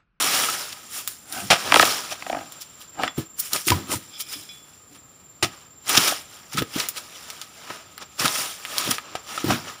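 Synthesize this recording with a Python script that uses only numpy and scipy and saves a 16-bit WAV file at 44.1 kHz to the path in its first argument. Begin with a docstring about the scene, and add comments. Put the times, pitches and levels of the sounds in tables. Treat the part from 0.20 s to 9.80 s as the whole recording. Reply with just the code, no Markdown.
"""In an oil-palm plantation a worker drives a long chisel into a palm; a frond stalk splits, the pole drops.
A steel hook then spikes a fruit bunch, which is dragged and tossed on dry fronds as boots crunch through litter.
Fracture is modelled by random grains, struck bodies by decaying modes, sliding leaves by shaped noise.
Insects trill as modulated tones and the air is faint noise; a phone with one microphone stands close by."""
import sys
import numpy as np
from scipy import signal
from scipy.fft import rfft, irfft
from scipy.io import wavfile
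from scipy.ndimage import uniform_filter1d

SR = 44100
rng = np.random.default_rng(int(sys.argv[2]) if len(sys.argv) > 2 else 0)


def put_to_file(sound):
    """Save the sound as 16-bit audio at rate SR, in the file named by the first command-line argument."""
    columns = np.atleast_2d(sound).T  # one column per channel
    safe = np.clip(columns, -1, 1)
    whole_steps = np.round(safe * 32767)
    wavfile.write(sys.argv[1], SR, whole_steps.astype(np.int16))


N = 423360
TIME = np.arange(N) / SR
AGE = TIME[:SR]  # time since a blow, one second long

# Levels in the tables precede the grove's echo and the phone's response.
# Chisel and hook driven into wet fibre: [t/s, level/dB before a common trim, t60/s, tilt/(dB per octave)]
BLADE_CHOPS = [(1.302, 0.5, 0.13, -0.2), (1.327, -5, 0.049, -2.5), (5.225, -5, 0.087, 2)]
# Bundles of the stalk splitting: [t/s, peak level/dB, tilt/(dB per octave)]
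BUNDLE_CRACKS = [(1.5213, 0, 1), (1.5423, 2.5, 2.5), (1.559, -1.5, -2), (1.571, 1, 4.8), (1.5958, 2.5, 0.2),
                 (1.619, -11.5, 4), (1.6269, -3.5, -1.5)]
# Blade knocking on the damp stalk: [t/s, peak level/dB, splinter level/dB against the wood]
BLADE_KNOCKS = [(1.92, -25, -11), (2.024, -19.5, 18), (2.0655, -20.5, 7), (2.098, -15.5, 1.5),
                (2.835, -8.5, 10), (2.878, -11.5, 25), (5.921, -18, -21)]
# Stalk rubbed and strained: [t/s at the height, level/dB, half length/s]
STALK_CREAKS = [(1.177, -35.5, 0.056), (2.152, -36, 0.08), (2.801, -26.5, 0.015), (2.848, -31, 0.031)]
# Litter and fibre crushed: [t/s at the height, level/dB, half length/s, tilt/(dB per octave)]
LITTER_CRUNCHES = [(0.154, -20, 0.038, 1), (0.528, -31, 0.0067, 2.5), (1.503, -26.5, 0.055, -3),
                   (1.612, -18.5, 0.024, 2), (2.42, -34.5, 0.014, 5.5), (2.617, -40, 0.018, 4),
                   (2.837, -29.5, 0.043, -2.5), (3.202, -14, 0.0067, 17), (3.351, -33, 0.026, -2.5),
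                   (3.481, -16.5, 0.015, 7), (3.504, -11, 0.0051, 2.5), (3.726, -27, 0.029, -1.5),
                   (4.009, -25.5, 0.015, 7), (4.132, -31, 0.015, 3), (5.753, -16.5, 0.0058, -1),
                   (5.777, -8.5, 0.008, 2), (5.882, -14.5, 0.0079, 2.5), (6.337, -30, 0.014, 3.5),
                   (6.389, -19.5, 0.014, 1), (6.6, -22, 0.0048, 3), (6.778, -27.5, 0.016, 2.5),
                   (7.506, -29.5, 0.0083, -3.5), (8.058, -15.5, 0.0091, 1), (8.685, -30.5, 0.023, -7),
                   (8.712, -15.5, 0.0064, 6), (9.308, -12.5, 0.0054, -3.5)]
# Dry twigs and leaflets snapping: [t/s, peak level/dB, f/Hz]
TWIG_SNAPS = [(0.025, -4, 3770), (0.875, -3, 10600), (1.124, -10.5, 7100), (1.61, -4, 6900),
              (1.652, -2, 9500), (2.321, -19, 7320), (3.332, 2.5, 5560), (3.36, -5, 3170),
              (3.482, -1, 2720), (4.002, -17, 5300), (5.693, -0.5, 9000), (6.372, -9, 3800),
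              (6.421, -13, 2060), (6.601, -4.5, 3630), (6.686, 0, 11900), (7.101, -12, 4430),
              (7.214, -11.5, 3900), (7.778, -19, 1990), (8.057, -13, 2400), (8.079, -5, 3020),
              (8.45, -12, 2000), (8.581, 2, 7400), (8.714, -5.5, 2460), (8.782, -13, 1440)]
# Boots, pole and fruit landing on soil: [t/s, peak level/dB, f/Hz, nominal t60/s]
SOIL_THUDS = [(1.22, -27.5, 190, 0.2), (1.592, -24, 248, 0.23), (2.976, -13, 137, 0.07),
              (3.468, -19.5, 360, 0.11), (3.501, -11.5, 119, 0.046), (3.516, -12.5, 91, 0.2),
              (3.56, -31, 206, 0.67), (3.693, -25.5, 320, 0.11), (3.733, -22, 291, 0.051),
              (3.75, -24.5, 101, 0.08), (4.156, -39, 300, 0.27), (4.71, -41, 283, 0.16),
              (5.228, -15.5, 363, 0.1), (5.774, -13, 305, 0.057), (6.341, -22.5, 138, 0.14),
              (6.383, -18, 169, 0.041), (6.404, -21, 112, 0.073), (6.419, -14.5, 454, 0.02),
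              (6.559, -15.5, 228, 0.038), (8.003, -30, 169, 0.1), (8.042, -18, 171, 0.066),
              (8.688, -16.5, 246, 0.073), (9.241, -11, 335, 0.048), (9.257, -18, 121, 0.095),
              (9.279, -12, 134, 0.082), (9.317, -14.5, 234.6, 0.2)]
# Hollow pole and handle knocked: [t/s, peak level/dB, f/Hz, t60/s]
POLE_KNOCKS = [(.286, -17, 1320, 0.058), (3.519, -6, 985, 0.049), (3.738, -17, 950, 0.03),
               (8.953, -12, 725, 0.015), (9.177, -15.5, 1340, 0.023)]
# Steel touched: [t/s, peak level/dB, ring time/s, f/Hz of the mode favoured by the point of contact]
STEEL_CLINKS = [(2.88, -20, 0.13, 3420), (4.001, -23, 0.2, 3170), (4.138, -21.5, 0.2, 5100),
                (4.29, -28.5, 0.51, 3420)]
# Hook dragged over grit: [t/s at the height, level/dB, half length/s]
HOOK_DRAGS = [(3.961, -42.5, 0.043), (4.134, -42.5, 0.16)]
# Fronds brushed by the pole, a leg or the bunch:
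# [t/s at full contact, level/dB, attack/s, hold/s, release/s, treble balance/dB: high for dry fine leaves]
FROND_BRUSHES = [(0, -25, .02, 0.24, 0.32, -5.5), (0.747, -35.5, 0.082, 0.038, 0.1, 0),
                 (0.889, -46, 0.068, 0.013, 0.201, 5), (1.131, -38, 0.082, 0.069, 0.45, -2),
                 (1.371, -33.5, 0.1, 0.14, .1, -9.5), (1.555, -24.5, 0.068, 0.12, 0.27, -8),
                 (1.916, -32, 0.042, 0.013, 0.033, -8.5), (2.087, -42, .25, 0.053, 0.32, -9),
                 (2.974, -41.5, .04, 0.044, 0.061, -8), (3.189, -39.5, .03, 0.08, 0.12, 1.5),
                 (3.34, -33.5, .05, 0.016, 0.16, 0.5), (3.519, -33.5, 0.06, 0.0092, 0.17, -13),
                 (3.717, -34.5, 0.054, 0.022, 0.084, 2), (4.1, -41.5, 0.084, 0.03, 0.24, 0),
                 (4.755, -47.5, 0.076, 0.011, 0.033, -7), (5.323, -47.5, 0.084, 0.022, 0.26, -11),
                 (5.702, -23, 0.046, 0.18, 0.13, -7), (6.572, -31.5, 0.096, 0.057, 0.12, -8),
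                 (6.766, -43.5, 0.11, 0.35, 1, -7.5), (7.514, -39.5, 0.22, 0.036, 0.21, -12.5),
                 (7.821, -37.5, 0.042, 0.0074, 0.036, -15), (7.999, -25, 0.02, 0.062, 0.1, -8),
                 (8.155, -28.5, 0.16, 0.05, 0.21, -4.5), (8.586, -30.5, 0.22, 0.16, 0.052, -7),
                 (8.851, -45, 0.096, 0.11, .2, -20), (9.093, -37, 0.068, 0.11, 0.11, -9),
                 (9.305, -27, 0.1, 0.022, 0.098, -14), (9.473, -38, 0.13, 0.012, 0.25, -12.5)]

# Modes of the steel: [f/Hz, level/dB, share of the ring time]
STEEL_MODES = [(2277, -5, 0.4), (2440, -4.5, 0.6), (3170, -2.5, 0.46), (3420, -1, 0.99), (3920, -5, .55),
               (5100, 2.5, 0.31), (5590, -5, 0.28)]
# Modes of the frond stalk: [mean f/Hz, mean level/dB, t60/s]
STALK_MODES = [(301, -0.5, 0.06), (696, 3.5, 0.037), (811, 5, 0.023), (1260, -7, 0.031), (1580, -5, 0.058),
               (2130, -12, 0.025), (2860, -10.5, 0.022)]
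# Resonances and dips of the phone's port: [f/Hz, quality, level/dB]
PORT_RESONANCES = [(1262, 25.7, 10.5), (6335, 8.6, -8.5), (8060, 7.6, -8), (13160, 2.9, -9.5),
                   (14500, 10, 8.5)]

# Relative spectra of leaves, wet fibre, air and one split: [f/Hz, level/dB per Hz]
LEAF_SPECTRUM = [(40, -45.5), (90, -13), (300, -6), (480, -4.5), (700, -4), (1000, -3), (1400, -1),
                 (1900, -4), (3200, -1), (4400, -5.5), (5600, -2.5), (9800, -10.5), (15500, -18.5)]
FIBRE_SPECTRUM = [(60, -40), (120, -10.5), (450, -12.5), (720, 5), (1000, -9.5), (1300, -2.5), (1700, -5),
                  (2500, -0.5), (4200, -7.5), (5500, -6), (9000, -12.5), (15500, -29.5)]
AIR_SPECTRUM = [(20, -13.5), (50, 5.5), (110, 9.5), (260, 5), (600, -1), (1200, -3), (2000, -8),
                (5500, -11), (8500, -30.5), (13000, -12.5), (15500, -29)]
SPLIT_SPECTRUM = [(250, -20.5), (700, 4), (2600, -5.5), (6000, -13.5), (15000, -37)]
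# Relative spectra of settling soil and a tearing bundle: [f/Hz, level/dB per Hz]
SOIL_SPECTRUM = [(30, -29.5), (60, -37), (90, -1.5), (350, -5.0), (600, -22.0), (1500, -29.5)]
SPLINTER_SPECTRUM = [(200, -23), (1000, -3.0), (2300, 1.0), (5500, -19.5), (8000, -21.5), (15000, -40.5)]
# Level of the insects, interpolated: [t/s, level/dB]
INSECT_LEVELS = [(0, -54), (2.8, -48.5), (5, -52.5), (7.8, -54.5), (9.6, -52)]

BEND_S = 0.007  # bending-wave delay at 1 kHz, from which the delay at 4 kHz is subtracted
KNOCK_HZ, KNOCK_RISE_HZ_PER_S, KNOCK_S = 411, 62000, 0.0041  # a rising dull note, loudest after KNOCK_S
STALK_RING_DB = -5  # peak against the dull note
RATCHET_START_S, RATCHET_GAP_S = 2.128, 0.0202
RATCHET_DB, RATCHET_STEP_DB = -15.5, -3.5  # first peak and change per slip
RATCHET_SPLINTER_DB = 1  # against the wood
SETTLE_DB, SETTLE_S = -21, 1.95  # swaying after a brush: relative level and time for a tenfold fall
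SWAY_DB, SWAY_PER_S = 2.2, 14  # wavering of the lightest contact: nominal spread and random steps per second
AIR_DB = -55.5  # mean level
TOP_HZ = 15500  # upper limit of the phone


def chops():
    """Shear fracture: the edge breaks a dense run of fibres, whose resistance brakes it."""
    out = np.zeros(N)
    attack = 1 - np.exp(-AGE / 0.0035)
    for s, db, t60, tilt_db in BLADE_CHOPS:
        shear = colour(grains(rate=9000, spread_db=3.5, size=SR), FIBRE_SPECTRUM, tilt_db)
        add(out, s, undb(db - 1.5) * shear * fade(t60) * attack)
    return out


def cracks():
    """Dispersion of bending waves: the treble of each torn bundle arrives first, the woody low notes later."""
    out = np.zeros(N)
    hz = np.fft.rfftfreq(SR, 1 / SR) + 1
    delay = BEND_S * (np.sqrt(1000 / np.minimum(hz, 4000)) - np.sqrt(1000 / 4000)) + .0003
    along_stalk = np.exp(-2j * np.pi * np.cumsum(delay))  # phase is delay summed over 1 Hz bins
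    for s, db, tilt_db in BUNDLE_CRACKS:
        tear = rng.standard_normal(SR) * fade(.009) + 5 * (AGE == 0)
        dispersed = irfft(rfft(tear) * along_stalk, SR)
        split = colour(dispersed, SPLIT_SPECTRUM, tilt_db) * (AGE < .5)
        crack = peak(split, 0) + peak(splinter(), -2) + peak(stalk_ring(), -15.5)
        add(out, s, peak(crack, db))
    return out


def levering():
    """Impact and stick-slip: the blade knocks on the stalk; small slips run together as a creak."""
    out = np.zeros(N)
    for s, db, splinter_db in BLADE_KNOCKS:
        add(out, s, peak(knock(splinter_db), db))
    for s, db, width in STALK_CREAKS:
        slips = grains(rate=1500, spread_db=-1.0, size=SR)
        creak = signal.fftconvolve(slips, stalk_ring() * fade(0.064))[:SR]
        add(out, s - .5, undb(db) * swell(width) * unit(creak))
    return out


def ratchet(count=6):
    """Stick-slip: the levered, wedged blade slips in an even run of knocks, weaker as the strain runs out."""
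    out = np.zeros(N)
    for k in range(count):
        slip = peak(knock(RATCHET_SPLINTER_DB), RATCHET_DB + k * RATCHET_STEP_DB)
        add(out, RATCHET_START_S + k * RATCHET_GAP_S, slip)
    return out


def knock(splinter_db):
    """Impact on damp wood: a few dull cycles rise in pitch as the blade bites, with a click and a ring."""
    cycles = np.sin(2 * np.pi * (KNOCK_HZ + KNOCK_RISE_HZ_PER_S * AGE / 2) * AGE)
    thock = cycles * AGE ** 2 * np.exp(-(AGE / KNOCK_S) ** 2)
    return peak(thock, 0) + peak(stalk_ring(), STALK_RING_DB) + peak(splinter(), splinter_db)


def splinter():
    """Sudden release of strain: a tearing fibre bundle gives a short, bright click."""
    return colour(rng.standard_normal(SR), SPLINTER_SPECTRUM) * fade(0.016)


def stalk_ring():
    """Modal superposition: damped modes of the stalk vary a little in level and pitch from ring to ring."""
    ring = np.zeros(SR)
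    for k, (hz, db, t60) in enumerate(STALK_MODES):
        gain = undb(db + 2 * rng.normal()) * (-1) ** k
        pitch = hz * (1 + 0.022 * rng.normal())
        ring += gain * fade(t60) * np.sin(2 * np.pi * pitch * AGE)
    return ring


def crunches():
    """Fracture under load: beneath a boot or the dragged bunch, fibres break as the load rises and falls."""
    out = np.zeros(N)
    fibres = whiten(crackle(rate=6000, spread_db=2.5, size=N, ring_t60=0.0016))
    for s, db, width, tilt_db in LITTER_CRUNCHES:
        excerpt = np.roll(fibres, -int(s * SR))[:SR]
        swarm = colour(excerpt, LEAF_SPECTRUM, tilt_db)
        add(out, s - .5, undb(db) * swell(width) * swarm)
    return out


def snaps():
    """Brittle fracture: a sharp click, a second as the far side parts, and a spray of splinters."""
    out = np.zeros(N)
    for s, db, hz in TWIG_SNAPS:
        click = peak(band(rng.standard_normal(SR) * fade(0.002), hz, q=1.0), 0)
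        splinters = band(grains(rate=12000, spread_db=1.5, size=SR), hz, q=1.0)
        spray = peak(splinters * fade(0.084), -12)
        add(out, s + 0.0012, peak(click + spray, db))
        add(out, s + 0.0015 + rng.uniform(0.00085, .005), peak(click, db - 8.5))
    return out


def thuds():
    """Damped oscillation: soil bounces at one pitch under a landed weight and rumbles as it settles."""
    out = np.zeros(N)
    for s, db, hz, t60 in SOIL_THUDS:
        bounce = np.sin(2 * np.pi * hz * AGE) * fade(0.86 * t60)
        settle = colour(rng.standard_normal(SR), SOIL_SPECTRUM) * fade(1.74 * t60)
        attack = 1 - np.exp(-AGE * hz / 0.6)
        add(out, s, peak((bounce + undb(-7.0) * settle) * attack, db))
    return out


def pole():
    """Resonance of a hollow body: a knock excites one damped note and a short fibrous noise."""
    out = np.zeros(N)
    for s, db, hz, t60 in POLE_KNOCKS:
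        note = np.sin(2 * np.pi * hz * AGE) * fade(t60)
        noise = colour(rng.standard_normal(SR), FIBRE_SPECTRUM) * fade(0.068)
        add(out, s, peak(note + 0.29 * noise, db))
    return out


def clinks():
    """Modal excitation: the point of contact favours the steel modes near one frequency."""
    out = np.zeros(N)
    for s, db, t60, favoured_hz in STEEL_CLINKS:
        ring = np.zeros(SR)
        for hz, mode_db, share in STEEL_MODES:
            boost_db = 6.5 * np.exp(-((hz - favoured_hz) / 170) ** 2)
            ring += undb(mode_db + boost_db) * np.sin(2 * np.pi * hz * AGE) * fade(t60 * share)
        add(out, s, peak(ring, db))
    return out


def drags():
    """Friction-driven resonance: grit feeds each ground-damped steel mode in turn as the contact shifts."""
    out = np.zeros(N)
    for s, db, width in HOOK_DRAGS:
        drag = np.zeros(SR)
        for hz, mode_db, _ in STEEL_MODES:
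            feed = undb(mode_db + 6 * walk(25.0, size=SR))
            drag += feed * band(grains(rate=300, spread_db=1, size=SR), hz, q=32)
        add(out, s - .5, undb(db) * swell(width) * unit(drag))
    return out


def rustle():
    """Sliding friction: leaflets hiss and catch in crackling clusters, bright if dry and fine, dull if heavy."""
    db, treble_db = brushing()
    light = np.clip((-37.5 - db) / 10, 0, 1)  # 0 in firm contact, 1 when the leaves barely touch
    catches = whiten(crackle(rate=6000, spread_db=2.5, size=N, ring_t60=0.008, count=30))
    catches = catches * undb(2 * np.tanh(walk(70)))
    ticks = whiten(crackle(rate=1100, spread_db=1, size=N, ring_t60=0.008))
    slide = 0.7 * rng.standard_normal(N)
    contact = (catches + slide) * (1 - light / 2) + light * ticks / 2
    leaves = colour(contact, LEAF_SPECTRUM)
    bulk = undb(-13.5 - 0.62 * treble_db) * unit(cut(leaves, 1250, "low"))
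    blades = undb(-2.5) * unit(cut(leaves, [1600, 7000], "band"))
    edges = undb(treble_db + 4.0) * unit(cut(leaves, 7870, "high"))
    sway_db = SWAY_DB * walk(SWAY_PER_S) * light  # a light touch wavers
    return undb(db + sway_db) * (bulk + blades + edges)


def brushing():
    """Addition of powers: overlapping brushes, each with its sway, give the leaves' level and treble in dB."""
    power, treble = 1e-12, 0
    for s, db, attack, hold, release, treble_db in FROND_BRUSHES:
        contact = stroke(s, attack, hold, release) ** 2
        swaying = undb(2 * SETTLE_DB) * stroke(s, attack, hold, SETTLE_S) ** 2
        push = undb(2 * db) * (contact + swaying)
        power = power + push
        treble = treble + push * treble_db
    return 10 * np.log10(power), treble / power  # treble is weighted by power


def stroke(s, attack, hold, release):
    """Exponential rise and decay: attack and release are the times for a tenfold change in amplitude."""
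    before = np.maximum(s - TIME, 0) / max(attack, .005)
    after = np.maximum(TIME - s - hold, 0) / max(release, .005)
    return 10 ** -(before + after)


def insects():
    """Amplitude modulation: a cricket trills in throbs with a weak octave; a farther chorus blurs to a band."""
    throb_phase = 2 * np.pi * np.cumsum(20.3 + 2.6 * walk(14)) / SR
    throb = (.5 + .5 * np.sin(throb_phase)) ** .5
    wing = 2 * np.pi * np.cumsum(7330 + 45 * walk(700)) / SR
    tone = np.sin(wing) + undb(-19.0) * np.sin(2 * wing)
    trill = unit(throb * tone) * undb(2 * walk(230) + 2 * walk(10))
    chorus = unit(band(band(rng.standard_normal(N), 7280, q=17), 7280, q=17))
    level_db = np.interp(TIME, *np.transpose(INSECT_LEVELS))
    return undb(level_db) * (trill + undb(-4.5) * chorus)


def air():
    """Broadband noise: the faint wash of the plantation wanders slightly in level."""
    return undb(AIR_DB + 0.45 * walk(5)) * colour(rng.standard_normal(N), AIR_SPECTRUM)


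def grove(x):
    """Diffuse scattering: trunks and fronds return a thin, dull tail."""
    tail = band(rng.standard_normal(SR), 920, q=0.13) * fade(0.24) * (1 - np.exp(-AGE / 0.0031))
    return x + undb(-21.0) * signal.fftconvolve(x, tail / np.linalg.norm(tail))[:N]


def crackle(rate, spread_db, size, ring_t60, count=12):
    """Superposition of fractures: each leaflet has a papery ring, a note and busy moments of its own."""
    out = np.zeros(size)
    for hz in np.geomspace(600, 13000, count):
        noise = (rng.standard_normal(SR) * fade(ring_t60))[:SR // 50]
        note = band(noise_ring := unit(noise), hz * rng.uniform(.97, 1.03), q=count / 2.5)
        ring = noise_ring + 2 * unit(note)
        busy = undb(5.5 * np.tanh(walk(26, size=size)))
        breaks = busy * grains(rate / count, spread_db, size)
        out += signal.oaconvolve(breaks, unit(ring))[:size]
    return unit(out)


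def grains(rate, spread_db, size):
    """Random point process: tiny fractures, mostly faint for a positive spread, mostly strong for a negative."""
    out, count = np.zeros(size), int(rate * size / SR) + 1
    when, chance, side = np.random.default_rng(rng.integers(size)).random((count, 3)).T
    strength_db = spread_db * np.minimum(-np.log(1 - chance), 5)
    out[(when * size).astype(int)] = np.sign(side - .5) * undb(strength_db)
    return unit(out)


def walk(rate, size=N):
    """Interpolated random process: smooth wandering at rate steps per second, spread near 1."""
    steps = rng.standard_normal(size // 20)
    return np.interp(TIME[:size] * rate, np.arange(len(steps)), steps)


def swell(width):
    """Load envelope: its height is half a second in, and it is about 10 dB down a half length away."""
    return 1 / (1 + ((AGE - .5) / width) ** 2) ** 1.64


def fade(t60):
    """Exponential decay: the amplitude falls by 60 dB in t60 seconds."""
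    return np.exp(-np.log(1000) * AGE / max(t60, .001))


def band(x, hz, q):
    """Simple resonance: gain 1 at its centre, with centre and sharpness kept in a safe range."""
    hz = min(hz, .4 * SR)
    return signal.lfilter(*signal.iirpeak(hz, max(q, 3 * hz / SR), fs=SR), x)


def cut(x, hz, kind):
    """Frequency selection: a steep low-, high- or band-pass."""
    return signal.sosfilt(signal.butter(4, hz, kind, fs=SR, output="sos"), x)


def colour(x, spectrum, tilt_db=0):
    """Spectral shaping: apply f/Hz, level/dB points and a tilt per octave, then scale to rms 1."""
    hz, db = np.transpose(spectrum)
    octave = np.log2(np.fft.rfftfreq(len(x), 1 / SR) + 1)
    gain = undb(np.interp(octave, np.log2(hz), db + tilt_db * np.log2(hz)))
    return unit(irfft(rfft(x) * gain, len(x)))


def whiten(x):
    """Spectral equalization: even out the long-term spectrum and leave the short-lived colours."""
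    bins = rfft(x)
    power = uniform_filter1d(np.abs(bins) ** 2, size=len(x) // 200)
    return unit(irfft(bins / np.sqrt(power), len(x)))


def undb(db):
    """Logarithmic level: decibels to amplitude gain."""
    return 10 ** (np.asarray(db) / 20)


def unit(x):
    """Power normalization: scale to rms 1."""
    return x / np.std(x)


def peak(x, db):
    """Peak normalization: scale to a peak level in dB."""
    return x * undb(db) / np.abs(x).max()


def add(out, s, x):
    """Linear superposition: mix a sound in at time s."""
    i = int(s * SR)
    out[max(i, 0):i + len(x)] += x[max(-i, 0):N - i]


def scene():
    """Linear superposition: the work and the surroundings reach one microphone, heard alike on both sides."""
    stalk = chops() + cracks() + levering() + ratchet()
    litter = crunches() + snaps() + thuds() + rustle()
    tools = pole() + clinks() + drags()
    return np.tile(grove(stalk + litter + tools) + insects() + air(), (2, 1))


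def record(dry):
    """Port resonance and overload: the phone thins the bass, colours mids and top, and clips high peaks."""
    voiced = signal.sosfilt(signal.butter(2, 60, "high", fs=SR, output="sos"), dry)
    for hz, q, db in PORT_RESONANCES:
        voiced = voiced + (undb(db) - 1) * band(voiced, hz, q)
    top_limit = signal.ellip(10, .2, 70, TOP_HZ, fs=SR, output="sos")
    return signal.sosfilt(top_limit, np.clip(voiced, -1, 1))


dry = scene()
out = record(dry)
put_to_file(out)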